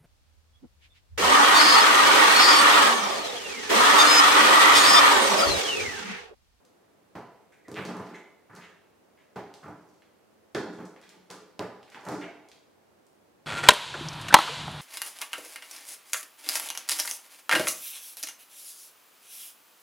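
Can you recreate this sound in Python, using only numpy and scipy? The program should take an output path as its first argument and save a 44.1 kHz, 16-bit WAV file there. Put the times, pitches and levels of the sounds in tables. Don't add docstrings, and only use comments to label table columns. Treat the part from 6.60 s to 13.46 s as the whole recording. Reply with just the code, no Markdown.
import sys
import numpy as np
from scipy import signal
from scipy.fft import rfft, irfft, next_fast_len
from scipy.io import wavfile
from scipy.ndimage import uniform_filter1d

SR = 44100
rng = np.random.default_rng(int(sys.argv[2]) if len(sys.argv) > 2 else 0)


def store_pcm(level_fs):
    pcm = np.round(np.clip(level_fs, -1, 1) * 32767).astype(np.int16)
    wavfile.write(sys.argv[1], SR, np.atleast_2d(pcm).T)


N = 302526
SIZE = 32768
T = np.arange(SIZE) / SR
HZ = np.fft.rfftfreq(SIZE, 1 / SR)
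FIRM_DB = -41.5


def amp(db):
    return 10 ** (np.asarray(db) / 20)


def unit(x):
    return x / np.sqrt(np.mean(x ** 2) + 1e-20)


def along(points, hz):
    point_hz, values = np.transpose(points)
    return np.interp(np.log(hz + 1), np.log(point_hz), values)


def filtered(x, response):
    n = x.shape[-1]
    padded = next_fast_len(n + 8192)
    return irfft(rfft(x, padded) * response(np.fft.rfftfreq(padded, 1 / SR)), padded)[..., :n]


def ring(x, gain):
    cepstrum = irfft(np.log(np.maximum(gain, 1e-6)))
    fold = np.r_[1, np.full(SIZE // 2 - 1, 2), np.zeros(SIZE // 2)]
    return irfft(rfft(x) * np.exp(rfft(cepstrum * fold)))


def hump(hz, width_oct):
    return (1 + (np.log2((HZ + 1) / hz) / width_oct) ** 2 / 5) ** -3.2


def flatten(x, width_hz):
    bins = max(3, int(width_hz / HZ[1]))
    power = np.abs(uniform_filter1d(np.abs(rfft(x)) ** 2, bins))
    return ring(x, 1 / np.sqrt(power + 1e-9))


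def wander(top_hz):
    return unit(filtered(rng.standard_normal(SIZE), lambda hz: hz < top_hz))


def stroke(length_s, attack_s=0.0044, release_s=0.015):
    return np.clip(T / attack_s, 0, 1) * np.clip((length_s - T) / release_s + .5, 0, 1)


def stereo(pair, spread):
    side = filtered(pair[1], lambda hz: amp(along(spread, hz)))
    return np.array([pair[0] + side, pair[0] - side])


def add(track, start_s, sound):
    part = track[:, round(start_s * SR):][:, :SIZE]
    part += sound[:, :part.shape[1]]


def in_room(x, direct_db):
    # frequency in Hz, T60 in seconds.
    decay = [(70, 0.081), (200, 0.57), (600, 0.83), (1500, 0.72), (4000, 0.72), (8000, 0.49), (15000, 0.3)]
    # frequency in Hz, side over mid in dB.
    spread = [(60, -41), (125, -34), (250, -15.5), (1000, -13.5), (2000, -10.5), (4000, -5), (8000, -2.5),
              (14000, 3)]
    hz, t, spectra = signal.stft(rng.standard_normal((2, SIZE)), SR, nperseg=256)
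    fade = amp(-60 * t / along(decay, hz)[:, None])
    tail = signal.istft(spectra * fade, SR, nperseg=256)[1][:, :SIZE]
    tail *= 1 - np.exp(-T / 0.0013)
    tail *= 1 + 0.43 * np.exp(-(T / 0.064) ** 2)
    tail = stereo([flatten(channel, width_hz=49) for channel in tail], spread)
    heard = amp(direct_db) * x + signal.fftconvolve(x[None], tail, axes=1)[:, :SIZE]
    return heard / np.sqrt(uniform_filter1d(heard.mean(0) ** 2, size=1764).max())


def ventilation():
    # frequency in Hz, relative density in dB.
    spectrum = [(15, -56), (25, -40), (91, -5.5), (133, -10), (204, -3), (240, -5.5), (359, -2), (389, -3),
                (469, -3), (1110, -12), (1200, -13), (2060, -18.5), (2920, -21.5), (3260, -23),
                (15500, -31.5)]
    # frequency in Hz, side over mid in dB.
    spread = [(60, -16), (180, -1), (550, -0.5), (1650, -1.5), (4970, -1), (15000, -0.5)]
    air = filtered(rng.standard_normal((2, N)), lambda hz: amp(along(spectrum, hz)))
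    return amp(-62.5) * unit(stereo(air, spread))


def snuffs(nose_hz=1890, width_oct_per_s=10.2, flutter_hz=170):
    # start in seconds, length in seconds, level in dB.
    puffs = [(0.919, 0.031, -62.5), (1.538, 0.03, -48.5), (2.005, 0.053, -52.5), (2.571, 0.056, -65.5)]
    # frequency in Hz, gain in dB.
    hiss = [(100, -43), (1000, -52), (3300, -15), (5000, -26), (6700, -20.5), (9000, -33), (15000, -43)]
    out = np.zeros((2, N))
    flutter = amp(0.86 * np.sin(2 * np.pi * flutter_hz * T))
    for start_s, length_s, db in puffs:
        air = rng.standard_normal(SIZE) * stroke(length_s) * flutter
        nose = np.hypot(hump(nose_hz, width_oct_per_s * length_s), amp(along(hiss, HZ)))
        add(out, start_s, amp(db) * in_room(ring(air, nose), direct_db=-4))
    return out


def squeaks(pad_hz=2010, sag=0.0715, pulse_s=.00005):
    # start in seconds, length in seconds, level in dB, initial slip rate in Hz.
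    skids = [(1.046, 0.031, -60.5, 1960), (1.155, 0.043, -40, 177.9), (2.01, 0.016, -71, 1060),
             (5.61, 0.038, -45.5, 741.4)]
    out = np.zeros((2, N))
    for start_s, length_s, db, slip_hz in skids:
        roughness = .14 * np.sqrt(785 / slip_hz)
        width_oct = 0.59 * amp(0.24 * (db - FIRM_DB))
        slowing = 1 - sag * np.minimum(T / length_s, 1)
        rate_hz = slip_hz * slowing * (1 + roughness * wander(slip_hz / 3))
        phase = np.cumsum(rate_hz) / SR % 1
        slips = np.exp(-((phase - .5) / slip_hz / pulse_s) ** 2)
        rasp = ring((slips - slips.mean()) * stroke(length_s), hump(pad_hz, width_oct))
        add(out, start_s, amp(db) * in_room(rasp, direct_db=-2))
    return out


def scuffs_and_hiss(grains_per_s=830, jerk_hz=55.6, jerk_db=5.5):
    # start in seconds, length in seconds, level in dB, pitch in Hz.
    bursts = [(0.913, 0.028, -77, 6940), (1.136, .11, -66, 7340), (1.241, 0.058, -52.5, 4030),
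              (1.356, 0.16, -56.5, 1500), (1.454, 0.023, -68, 5050), (1.92, .057, -60, 4600),
              (3.005, 0.38, -71, 5230), (4.091, 0.17, -62.5, 5540), (4.421, .12, -59, 1970),
              (5.271, 0.084, -56, 1780), (5.391, 0.16, -63.5, 5500), (5.464, 0.16, -55.5, 4930)]
    out = np.zeros((2, N))
    for start_s, length_s, db, hz in bursts:
        grains = (rng.random(SIZE) < grains_per_s / SR) * rng.standard_normal(SIZE)
        jerks = amp(jerk_db * wander(jerk_hz))
        width_oct = 0.87 * np.sqrt(2280 / hz)
        burst = ring(grains * jerks * stroke(length_s), hump(hz, width_oct))
        add(out, start_s, amp(db) * in_room(burst, direct_db=-4.5))
    return out


def click(db, hz, width_oct, direct_db, top_hz=12500):
    tap = flatten(rng.standard_normal(SIZE) * np.exp(-T / 0.0007), width_hz=800)
    blunt = 1 / np.sqrt(1 + (HZ / top_hz) ** 4)
    return amp(db) * in_room(ring(tap, hump(hz, width_oct) * blunt), direct_db)


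def claw_ticks(width_oct=0.83):
    # start in seconds, level in dB, pitch in Hz.
    ticks = [(.051, -68.5, 5100), (1.083, -60.5, 5560), (1.116, -57, 5460), (1.143, -53, 3070),
             (1.252, -52, 4650), (1.368, -59.5, 5430), (1.952, -62, 6800), (2.94, -55.5, 3960),
             (3.421, -64.5, 1930), (4.363, -58, 1450), (4.415, -66.5, 5400), (4.492, -58.5, 4670),
             (4.703, -50, 3980), (4.712, -53, 5200), (5.23, -61, 2700), (5.301, -64, 5240),
             (5.346, -48.5, 1630), (5.452, -58, 5750), (5.487, -49.5, 4800), (5.887, -62.5, 4950),
             (5.916, -57.5, 3060), (6.467, -71, 7560)]
    out = np.zeros((2, N))
    for start_s, db, hz in ticks:
        direct_db = -3 + 2 * np.log2(hz / 4000)
        add(out, start_s, click(db, hz, width_oct, direct_db))
    return out


def board_thud(db, weight_db, smack_db, contact_s, hollow_hz, direct_db, hollow_db=7):
    # frequency in Hz, width in Hz, mean gain in dB.
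    modes = [(124.4, 34, 0), (181.3, 17.3, 9), (235, 9.7, 4.5), (304.8, 20.8, 7.5), (348, 11, -1.5),
             (414, 38, 5), (523, 9.9, 2.5), (666, 32, -2.5), (788, 26, -4), (867, 30, 1.5),
             (1000.4, 19.5, 0.5), (1075, 96, -9), (1199, 17, -2), (1360, 127, -8), (1477, 11, -3.5),
             (1734, 31, -9.5), (2010, 22, -13.5), (2490, 4.1, -28)]
    # frequency in Hz, gain in dB.
    thud = [(35, -18), (60, -32), (85, -20.5), (130, -6), (400, 2.5), (1000, -5.5), (1700, -7.5),
            (2300, -13.5), (4500, -37), (12000, -39)]
    mode_hz, width_hz, mode_db = np.transpose(modes)
    shapes = 1 / (1 + ((HZ - mode_hz[:, None]) / width_hz[:, None]) ** 2) ** 2
    strengths = amp(mode_db + rng.normal(0, 4.5, len(modes)))
    radiation = 1 / np.sqrt(1 + (85 / (HZ + 1)) ** 6)
    wood = radiation * np.sqrt(strengths ** 2 @ shapes + amp(along(thud, HZ)) ** 2)
    press = (1 - np.exp(-T / (1.02 * contact_s))) * np.exp(-T / contact_s)
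    force = flatten(rng.standard_normal(SIZE) * press, width_hz=63)
    bass = 1 / (1 + (HZ / 160) ** 6)
    treble = 1 - 1 / (1 + (HZ / 680) ** 4)
    colour_db = weight_db * bass + smack_db * treble + hollow_db * hump(hollow_hz, width_oct=0.33)
    return amp(db) * in_room(ring(force, wood * amp(colour_db)), direct_db)


def paw_landings(firm_contact_s=0.0065, direct_db=-6.5):
    # start in seconds, level in dB, second paw's lag in seconds,
    # bass lift in dB, treble lift in dB, hollow note in Hz.
    pounces = [(1.078, -44.5, .035, 11.5, 0.5, 383), (1.163, -39.5, .016, -8, 7.5, 191),
               (1.252, -38.5, .032, -5.5, 2, 192), (1.343, -41.5, .052, -3.5, 2, 1030),
               (1.497, -50.5, 0.011, -16, 0, 295), (1.895, -53, .035, 6.5, 7.5, 1460),
               (1.96, -54, .015, -4, 12.5, 169), (3.027, -51, .012, 8, 8, 1340),
               (3.056, -46, .022, -3.5, -2.5, 890), (4.055, -46, .015, -18, -11, 190),
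               (4.183, -44.5, .015, -7, -1, 346), (4.53, -61, .012, -11, 0.5, 390),
               (4.697, -49, .007, -4, 11, 415), (5.343, -51.5, .01, -4, 8, 940),
               (5.431, -51, .02, -3, 9, 600), (5.464, -38, .021, 0, 1.5, 800),
               (5.515, -37.5, .015, -8.5, 1.5, 296), (5.601, -48.5, .015, -3, 1, 720)]
    out = np.zeros((2, N))
    for start_s, db, lag_s, weight_db, smack_db, hollow_hz in pounces:
        contact_s = firm_contact_s * amp(0.16 * (FIRM_DB - db))
        first = board_thud(db, weight_db, smack_db, contact_s, hollow_hz, direct_db)
        second = board_thud(db + 1.5, weight_db + 2.5, smack_db - 6, contact_s, hollow_hz, direct_db)
        add(out, start_s, first)
        add(out, start_s + lag_s, second)
    return out


def palm_slaps(contact_s=0.0036, crack_lag_s=.0013, crack_hz=3240, crack_width_oct=0.79):
    # start in seconds, level in dB, bass lift in dB, treble lift in dB,
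    # hollow note in Hz, crack level in dB, crack's direct gain in dB.
    slaps = [(.552, -40.5, 7.5, 0.5, 880, -60.5, -12), (2.758, -37.5, 2, 0, 810, -57.5, -16),
             (3.947, -29.5, -1, -6.5, 1630, -41, -4), (4.992, -33, 5, 1, 605, -42.5, 5)]
    out = np.zeros((2, N))
    for start_s, db, weight_db, smack_db, hollow_hz, crack_db, crack_direct_db in slaps:
        add(out, start_s, board_thud(db, weight_db, smack_db, contact_s, hollow_hz, direct_db=-9.5))
        add(out, start_s + crack_lag_s, click(crack_db, crack_hz, crack_width_oct, crack_direct_db))
    return out


def scene():
    impacts = palm_slaps() + paw_landings() + claw_ticks()
    return impacts + scuffs_and_hiss() + squeaks() + snuffs() + ventilation()


def record(dry):
    # frequency in Hz, left over right in dB.
    imbalance = [(125, 1.4), (300, -1), (2000, -1.6), (5000, 0.3), (9000, -2.5), (14000, 1)]
    top_hz = 15900
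    coloured = filtered(dry, lambda hz: amp(np.outer([.5, -.5], along(imbalance, hz))))
    return filtered(coloured, lambda hz: hz < top_hz)


dry = scene()
out = record(dry)
store_pcm(out)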